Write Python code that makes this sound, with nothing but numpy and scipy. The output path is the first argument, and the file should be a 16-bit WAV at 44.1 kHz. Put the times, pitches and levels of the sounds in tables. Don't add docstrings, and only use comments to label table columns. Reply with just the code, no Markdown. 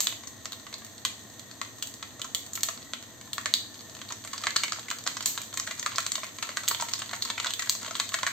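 import sys
import numpy as np
from scipy import signal
from scipy.fft import rfft, irfft, next_fast_len
from scipy.io import wavfile
from scipy.ndimage import uniform_filter1d

SR = 44100
rng = np.random.default_rng(int(sys.argv[2]) if len(sys.argv) > 2 else 0)


def put_to_file(sound):
    columns = np.atleast_2d(sound).T
    safe = np.clip(columns, -1, 1)
    whole_steps = np.round(safe * 32767)
    wavfile.write(sys.argv[1], SR, whole_steps.astype(np.int16))


N = 366898
TIME = np.arange(N) / SR
FREQ = np.fft.rfftfreq(2 * next_fast_len(N // 2 + 1), 1 / SR) + 1
SHORT_FREQ = np.fft.rfftfreq(2048, 1 / SR) + 1
BURST_FROM_S = 3.7
CALM_PER_S, RUSH_PER_S = 9, 24


def seeds(gain_db=1.5, early_db=-19, early_s=.004):
    # (time [s], crack level [dB], crack tilt [dB per octave], cavity pitch [Hz],
    # cavity ring against the crack [dB], plop of oil against the crack [dB], sputter against a unit click [dB])
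    loud_pops = [(0.0049, 0, 6, 776, 3, -7, -26), (0.0705, 1.5, 1, 3500, 10, -20, -25),
                 (0.1248, -16.5, -6, 2750, 16.5, -6, -12), (0.236, -17, -5, 6000, 4, -3, -12),
                 (0.272, -19.5, 6.5, 6100, 14, 2, 0), (0.456, -6, -1.5, 5700, 3.5, -15, -15),
                 (0.5212, -25, 11, 3820, 22.5, 15, -16), (0.5306, -21.5, 2, 3640, 19, 8, -17),
                 (0.667, -19, 0, 2790, 10, 14.5, -10), (0.7271, -13.5, -2, 2300, 8, -8, 1),
                 (0.7406, -14.5, -1.5, 4330, 15, -11, -16), (0.8476, -21, 7, 5540, 0, 3, -14),
                 (1.0505, 2, 1.5, 3300, 9, -0.5, -8.5), (1.056, -15, 0, 1500, 2, -6, 3),
                 (1.615, -3.5, -0.5, 2100, 5.5, 7, -12), (1.8248, -8, 6, 3160, 12.5, -1, -6),
                 (1.872, -18, 7.5, 810, 1, -10, -11), (1.9399, -20, 6, 4800, 7, -12, -12),
                 (2.027, -7, -3, 3680, 2.5, -15, -10), (2.195, -18, -7.5, 6210, 8, -7, 1),
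                 (2.2171, -13, 6.5, 3240, 17.5, -7, -24), (2.244, -18, -5, 6300, 14.5, 15.5, 5),
                 (2.348, -4.5, 7, 3340, 13, -19, -21), (2.5338, -25, 12.5, 6960, 22, -1, -21),
                 (2.5753, -16, -5.0, 2220, 15.5, 11, -16), (2.6075, -17.5, 4, 5450, 11, -12, -14),
                 (2.633, 1.5, 5.5, 810, -1, -7, -14), (2.6869, -1.5, -3.5, 6290, 0, -1, -6),
                 (2.7757, -17.5, -3, 4630, 5, -2, -14), (2.935, -3.5, -2, 3330, 6, 2, -28),
                 (3.0263, -16.5, 1, 4200, -5, -8, -16), (3.2122, -17, 2, 2000, 4, -8, -14),
                 (3.332, -15, 10.5, 3560, 18.5, -4, -18), (3.3814, -3, -3, 1590, 8.5, 6.5, -21),
                 (3.4585, 2.5, -1.5, 1790, 8, -9, -14), (3.5389, -12, 10.5, 4020, 30, -12, -35),
                 (3.5412, -21, 6, 3500, 16, -12, -22), (3.792, -26.5, 1, 4200, 13, -10, -12),
                 (4.016, -11.5, -3.5, 3200, 6.5, -5, -9), (4.0895, -24, 5, 4110, 17.5, -3, -19),
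                 (4.104, -9.0, -3, 850, 16.5, -9, 1), (4.123, -10.5, -3, 5950, 10, -7, -18),
                 (4.2488, -12.5, -5, 9000, 9.5, -7, -5), (4.2745, -16, 1, 2000, 7, -4, -14),
                 (4.332, -5.5, 0.5, 1130, 10, -10, 1), (4.3795, -9.5, -2, 4970, 9.5, -15, -6),
                 (4.4374, -2, -2.5, 3520, -1, 4, -4), (4.4694, 4, -3.5, 1880, 11, -13, -16),
                 (4.5063, -9, 0.5, 4020, 7, -10, -21), (4.5617, 1.5, -0.5, 1500, 12, -9, -17),
                 (4.5653, 2.5, 1, 4540, 10.5, -14, -22), (4.635, 2.5, -0.5, 2460, 11, -12, -4),
                 (4.681, -9.5, -1.5, 2540, 10, 0, -13), (4.7217, -11, 0.5, 5040, 17.5, 18, -20),
                 (4.731, -7, -2, 2370, 4, -11, -19), (4.7867, -21, -9.5, 825, 24, 5, -12),
                 (4.884, -24, 7, 2100, 26, -14, -9), (4.903, -10.5, 6, 2860, 15, -13, -21),
                 (4.913, -3, -1.5, 1370, 13, -10, -14), (5.065, -9.5, -7, 5370, 11, 14, -6),
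                 (5.0748, 2, -0.5, 4810, 3.5, 4, -26), (5.1687, -8.5, -2, 5440, 9, 11.5, -4),
                 (5.207, -5.5, -2, 3300, 3, 0, -7), (5.226, -14, 3, 5250, 10, 1, -14),
                 (5.2591, 0, 7, 810, -8, -4, -13), (5.3766, -3.5, -2, 3660, 4.5, 7, -7.5),
                 (5.541, -22, -8.5, 7140, 16, -13, -5), (5.5737, -3.5, 3, 2060, 9, -3, -8),
                 (5.5981, -7, 0, 5860, 13.5, 4, -26), (5.674, -6.5, -1.5, 1730, 13.5, -11, 1),
                 (5.7105, -5, -1.5, 2060, 10.5, -14, -4), (5.7954, -11.5, 2, 6270, 12.5, -3, -14),
                 (5.828, -6, 0, 1850, 7, -15, -8), (5.862, -1, 1, 2400, 2, 13, -14),
                 (5.9184, -20, -1, 3150, 14, 17, -4), (5.9588, -22.0, 9, 4970, 26.5, -8, -14),
                 (5.983, 4.5, -1.5, 1730, 3, 6, -28), (6.0037, -12, 4.5, 3700, 10, -8, -16),
                 (6.065, 0, 1, 8000, -3, -18, -23), (6.1194, -2.5, 3, 7550, 6, -20, -16),
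                 (6.155, -1.5, 1.5, 3560, 6.5, -3, -16), (6.18, -9.5, -3.5, 810, 13, -11, -4),
                 (6.233, -13.5, -6, 2330, 15, 14, -10), (6.2438, -21, 7.5, 2130, 19.5, 3, -8),
                 (6.3856, -9, -1.5, 2400, 1, -6, -12), (6.426, 0, -1, 2630, 4.5, 0.5, -2),
                 (6.4914, -6, -4.5, 1800, 5, -11, -18), (6.571, 0.5, -0.5, 1550, 11.5, -14, -13),
                 (6.635, -10.5, 0, 3550, -2, 9, -7), (6.679, -1, 2, 3200, 9.5, -15, -8),
                 (6.6842, -2, 8.5, 2590, 7, -15, -4), (6.7123, -8, -6, 4620, 13.5, 17, -11),
                 (6.7476, -9.5, -5, 3180, 17, -8, -23), (6.799, -4, -3, 1020, 10, -10, -2),
                 (6.8103, -13.5, 6, 5800, 17, -1, -9), (6.8235, -9, 5, 880, 24.5, -7, -15),
                 (6.886, -8.5, -1.5, 2050, 5, -5, -18), (6.9358, -2, 1, 5100, 11, -13, -12),
                 (6.9908, -10, 2, 8190, 8, -15, 5), (7.0198, -7, -3, 2900, 9, 6.5, -15),
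                 (7.093, -14, -3, 3870, 9, -3, -10), (7.1122, -13, 0, 1800, 7, 4, -18),
                 (7.131, -13, -2.5, 800, 22.5, -3, -13), (7.1338, -5, -4, 1760, 12.5, 3, -3),
                 (7.223, -10, 5, 4270, 19, 1, -6), (7.251, -10.5, 3, 4700, 12, 2, -10),
                 (7.301, -2, -2.5, 3640, 8, 6, -6), (7.3778, -10.5, -3.5, 2270, 19.5, 13, 13),
                 (7.4, -0.5, -2, 3050, 5, -9, -15), (7.4458, -3, 0, 1500, 14, -11, -16),
                 (7.4605, -5.5, -4.5, 5200, 3, 9, -15), (7.468, -3.5, -2.5, 3600, 10.5, -7, -2),
                 (7.5065, -6, 0.5, 3100, 9, -15, -16), (7.5366, -12.5, 8, 3380, 18, -1, -16),
                 (7.5934, -2, 1, 1900, 9.5, -15, 7), (7.622, -3, 0.5, 1650, 7.5, -15, -1),
                 (7.6728, -9, -4, 1550, 7, -13, -17), (7.6959, 1, 5.5, 4670, 11.5, -21, -20),
                 (7.751, -17, -7, 5790, 17, -6, -10), (7.83, -14, -6.0, 6130, 6, 8, -16),
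                 (7.847, -10.5, -3.5, 1500, 4, 0, -12), (7.862, -12, -2.5, 3170, 9, 8, -10),
                 (7.8797, -11, -5.5, 3140, 1, -10, -9), (7.9097, -8.5, -5.5, 5740, 5, 9, -9),
                 (7.953, -12, -4, 3400, 17, 9.5, -28), (7.9993, 4.5, -1, 3900, 3, -5, -8),
                 (8.091, -14, 5, 3430, 10, -12, -17), (8.1205, -18.5, 3, 2820, 10, 17, -11),
                 (8.1416, 3, -0.5, 1700, 11, -14, -5), (8.187, -9.5, 0, 3230, 8, 9, 7),
                 (8.2317, 2, -4, 6260, -7, 7, -22), (8.266, -1, 1, 1710, 15.5, -11, -6),
                 (8.273, -10.5, 4.5, 2150, 13, 19.5, -7)]
    out = np.zeros((2, N))
    for s, crack_db, *seed in loud_pops:
        add(out, s, pop(crack_db, *seed))
        if s > BURST_FROM_S:
            lead_time = early_s * (.5 + rng.random())
            add(out, s - lead_time, pop(crack_db + early_db, *seed))
    return out * undb(gain_db)


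def crackle(rate, size_db=-21, growth_db=1.2, spread_db=3.5, ring_db=6, plop_db=-3, sputter_db=-10,
            low_hz=950, high_hz=5500, tilt_db=0.5, tilt_spread_db=3.0):
    out = np.zeros((2, N))
    for s in TIME[rng.random(N) < rate / SR]:
        size, tilt = np.clip(rng.standard_normal(2), -2, 2)
        heat_db = growth_db * np.log2(rate[int(s * SR)] / RUSH_PER_S)
        crack_db = size_db + heat_db + spread_db * size
        hz = low_hz * (high_hz / low_hz) ** rng.random()
        add(out, s, pop(crack_db, tilt_db + tilt_spread_db * tilt, hz, ring_db, plop_db, sputter_db))
    return out


def popping_rate(rise_s=.09, growth_per_s2=11):
    hot = .5 + .5 * np.tanh((TIME - BURST_FROM_S) / (2 * rise_s))
    return CALM_PER_S + hot * (RUSH_PER_S + growth_per_s2 * np.maximum(TIME - BURST_FROM_S, 0))


def pop(crack_db, tilt_db, hz, ring_db, plop_db, sputter_db, low_hz=720, tear_db=-6.5, tear_s=0.00079,
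        sputter_s=0.0052, bowl_db=0.0, bowl_s=0.005, bowl_hz=3000, bowl_treble_db=-6.0,
        lead_s=3.2e-5, lead_spread_s=1.8e-5):
    cavity_q = 5.33
    plop_middle_hz, plop_q, plop_spread_octaves = 1220, 2.5, .07
    snap_db_per_db = .45
    pan_middle_db, pan_spread_db = -0.5, 1
    f = SHORT_FREQ
    t = np.arange(2 * len(f) - 2) / SR

    octave = np.log2(f / 3000)
    crack = undb(tilt_db * octave - .8 * octave ** 2)
    ring = undb(ring_db) * np.sqrt(resonance(f, hz, cavity_q))
    plop_hz = plop_middle_hz * 2 ** (plop_spread_octaves * rng.standard_normal())
    plop = undb(plop_db) * np.sqrt(resonance(f, plop_hz, plop_q))
    bass_loss = 1 + (low_hz / f) ** 5
    burst = undb(crack_db) * np.sqrt((crack ** 2 + ring ** 2 + plop ** 2) / bass_loss)

    snap_db = snap_db_per_db * max(crack_db + max(ring_db, tilt_db, 0), 0)
    tearing = scatter(t, tear_s, tear_db - snap_db, channels=1)
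    sputter = scatter(t, sputter_s, sputter_db, channels=1)
    torn = 0.5 + tearing + sputter

    separate_echoes = scatter(t, bowl_s, bowl_db, channels=2)
    shared_echoes = scatter(t, bowl_s, bowl_db, channels=1)
    alike = 1 / (1 + (f / 900) ** 2)
    echoes = np.sqrt(alike) * shared_echoes + np.sqrt(1 - alike) * separate_echoes
    echoes = echoes * undb(bowl_treble_db * f ** 2 / (f ** 2 + bowl_hz ** 2))

    lead = lead_s + lead_spread_s * rng.standard_normal()
    arrival_s = 0.00011 + np.array([[-lead], [lead]]) / 2
    direct = np.exp(-2j * np.pi * f * arrival_s)
    pan_db = pan_middle_db + pan_spread_db * rng.standard_normal()
    pan = undb(np.array([[pan_db], [-pan_db]]) / 2)

    paths = torn * (direct + echoes)
    spread = np.sqrt(uniform_filter1d(np.mean(np.abs(paths) ** 2, axis=0), size=30))
    fade = np.minimum(1, 2 - 2 * t / t[-1])
    return irfft(paths * causal(burst / spread)) * fade * pan


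def thump(s=4.5655):
    # (frequency [Hz], starting level [dB], time to fade by 1/e [s])
    low_tones = [(42, -54, 0.012), (140, -40, 0.0042), (350, -34.5, 0.0028)]
    t = np.maximum(TIME - s, 0)
    return sum(undb(db) * np.sin(2 * np.pi * hz * t) * np.exp(-t / decay) for hz, db, decay in low_tones)


def steam():
    # (start time [s], level before sputtering [dB], time to fade by 1/e [s])
    jets = [(.006, -23, 0.046), (2.553, -18.5, 0.0075), (2.632, -30, 0.027), (5.258, -21.5, 0.044),
            (6.687, -37, 0.025), (7.698, -28, 0.015)]
    # (frequency [Hz], relative level [dB])
    steam_colour = [(500, -12), (2500, -7), (5000, 3), (7500, 1), (12000, 11), (16000, 5.5)]
    flow = sum(undb(db) * (TIME >= s) * np.exp(-np.abs(TIME - s) / fade) for s, db, fade in jets)
    unsteady = level(uniform_filter1d(rng.standard_normal(N), size=90), 0)
    sputter = undb(2 * unsteady)
    hiss = filtered(stereo_noise(-1.9), colour(steam_colour, FREQ))
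    return flow * sputter * level(hiss, 0)


def sizzle(heat_db, rate=8000, sizzle_db=-49.5, seethe_db=0.9):
    # (frequency [Hz], relative level [dB])
    oil_colour = [(500, -13), (2500, -12), (3550, 2.5), (4500, -0.5), (5400, -1), (6350, 6), (6900, -5),
                  (8000, 0), (12000, 7.5), (16000, 1)]
    bursts = rng.random(N) < rate / SR
    size = bursts * undb(3 * np.minimum(rng.exponential(size=N), 4))
    seethe = np.interp(TIME, np.linspace(0, N / SR, num=200), rng.standard_normal(size=200))
    hiss = filtered(size * stereo_noise(-0.17), colour(oil_colour, FREQ))
    return level(hiss, sizzle_db) * undb(heat_db + seethe_db * seethe)


def burner(roar_db=-49.5, hum_db=-63, hum_hz=100):
    # (frequency [Hz], relative level [dB])
    flame_colour = [(20, -19), (45, -28), (65, -10), (90, -2.5), (115, 3), (165, -8.5), (220, 1), (290, -1),
                    (430, -11), (800, -12.5), (1500, -15.5), (2500, -21.5), (6000, -20)]
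    # (frequency [Hz], width [Hz], lift [dB])
    burner_modes = [(488, 18.6, 8.5), (659, 69, 7.5), (1070, 96, 5)]
    roar = filtered(stereo_noise(-8.0), colour(flame_colour, FREQ) * lift(burner_modes))
    flicker = np.interp(TIME, np.linspace(0, N / SR, num=60), rng.standard_normal(size=60))
    hum = level(np.sin(2 * np.pi * hum_hz * TIME), hum_db)
    both = level(roar, roar_db) * undb(.5 * flicker) + hum
    return both * undb(np.array([[.4], [-.4]]))


def gas_note(note_db=-59.0, octave_db=-12, width_hz=170, waver_hz=45, waver_per_s=7, waver_db=1.0):
    # (time [s], frequency [Hz])
    note_path = [(0, 1852), (1.4, 1850), (2.1, 1860), (2.8, 1884), (3.4, 1796), (8.3, 1805)]
    centre = note_path[0][1]
    waver = np.interp(TIME * waver_per_s, np.arange(200), rng.standard_normal(size=200))
    drift = np.interp(TIME, *np.transpose(note_path)) - centre + waver_hz * waver
    out = 0
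    for k, db in ((1, note_db), (2, note_db + octave_db)):
        band = filtered(stereo_noise(-2), resonance(FREQ, k * centre, centre / width_hz))
        band = signal.hilbert(band, len(FREQ) * 2 - 2)[:, :N]
        slide = np.exp(2j * np.pi * k * np.cumsum(drift) / SR)
        out = out + level(np.real(band * slide), db)
    return out * undb(waver_db * waver)


def kitchen(x, wet_db, gap_s, count):
    # (frequency [Hz], time to fade by 60 dB [s], relative level [dB])
    wall_bands = [(500, 0.31, -4.5), (870, 0.35, -1.5), (1210, 0.32, -2), (2240, 0.32, 4.5), (3630, 0.4, 0),
                  (6860, 0.43, 0), (13900, 0.3, 5)]
    t = np.arange(SR * 3 // 5) / SR
    f = np.fft.rfftfreq(len(t), 1 / SR)
    hz, t60, band_db = np.transpose(wall_bands)
    bands = [(np.interp(f, hz, weights), undb(-60 * t / fade))
             for weights, fade in zip(np.diag(undb(band_db)), t60)]
    out = np.zeros((2, N))
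    for stretch in np.array_split(np.arange(N), count):
        noise = rfft(rng.standard_normal((2, len(t))))
        tail = sum(irfft(noise * band, len(t)) * decay for band, decay in bands) * (t > gap_s)
        tail *= undb(wet_db) / np.sqrt(np.sum(tail ** 2) / 2)
        add(out, TIME[stretch[0]], signal.fftconvolve(x[:, stretch], tail, axes=1))
    return out


def undb(db):
    return 10 ** (np.asarray(db) / 20)


def level(x, db):
    return x * undb(db) / np.sqrt(np.mean(x ** 2))


def colour(points, f):
    hz, db = np.transpose(points)
    return undb(np.interp(np.log(f), np.log(hz), db))


def resonance(f, hz, q):
    return 1 / (1 + (q * (f / hz - hz / f)) ** 2)


def lift(modes):
    return 1 + sum((undb(db) - 1) * resonance(FREQ, hz, hz / width) for hz, width, db in modes)


def causal(gain):
    cep = irfft(np.log(gain + 1e-6))
    half = len(cep) // 2
    cep[1:half] *= 2
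    cep[half + 1:] = 0
    return np.exp(rfft(cep))


def filtered(x, gain):
    return irfft(rfft(x, 2 * len(gain) - 2) * gain)[:, :N]


def scatter(t, decay_s, db, channels):
    shape = (channels, len(t))
    sizes = rng.standard_normal(shape) * rng.exponential(size=shape)
    clicks = sizes * np.exp(-t / decay_s) * (t > .0003)
    return rfft(clicks * undb(db) / np.sqrt(np.sum(clicks ** 2, axis=1, keepdims=True)))


def stereo_noise(side_db):
    mid, side = rng.standard_normal((2, N))
    return mid + undb(side_db) * side * np.array([[1], [-1]])


def add(out, s, x):
    i = int(np.clip(s * SR, 0, N - 1))
    out[:, i:i + x.shape[1]] += x[:, :N - i]


def scene():
    # (frequency [Hz], width [Hz], lift [dB])
    wok_modes = [(642, 100, 6.5), (804, 190, -14), (930, 6.5, 7), (1083, 154, 6.5), (1338, 31, 6.5),
                 (1986, 51, 4), (2655, 410, -4), (4630, 760, 3)]
    rate = popping_rate()
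    heat_db = 1.03 * np.log2(rate / CALM_PER_S)
    pops = filtered(seeds() + crackle(rate), causal(lift(wok_modes)))
    wok = pops + steam() + sizzle(heat_db)
    echoes = kitchen(wok, wet_db=-3.5, gap_s=0.0051, count=20)
    return wok + echoes + burner() + gas_note() + thump()


def record(dry):
    # (frequency [Hz], level [dB]); a notch near 5 kHz, little sound from 9 to 11.5 kHz
    treble_colour = [(2600, 0), (3300, 2), (4300, 3.5), (4600, 2), (4850, -7), (5100, -2.5), (5900, -2.5),
                     (6250, 5.5), (7600, 5), (8450, -1), (8900, -17), (9400, -28), (10600, -34),
                     (11300, -42), (11650, -9), (15300, -11), (16000, -30)]
    response = irfft(causal(colour(treble_colour, SHORT_FREQ)))
    heard = signal.fftconvolve(dry, response[None], axes=1)[:, :N]
    return signal.sosfilt(signal.ellip(8, .2, 70, 16500, fs=SR, output="sos"), heard)


dry = scene()
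out = record(dry)
put_to_file(out)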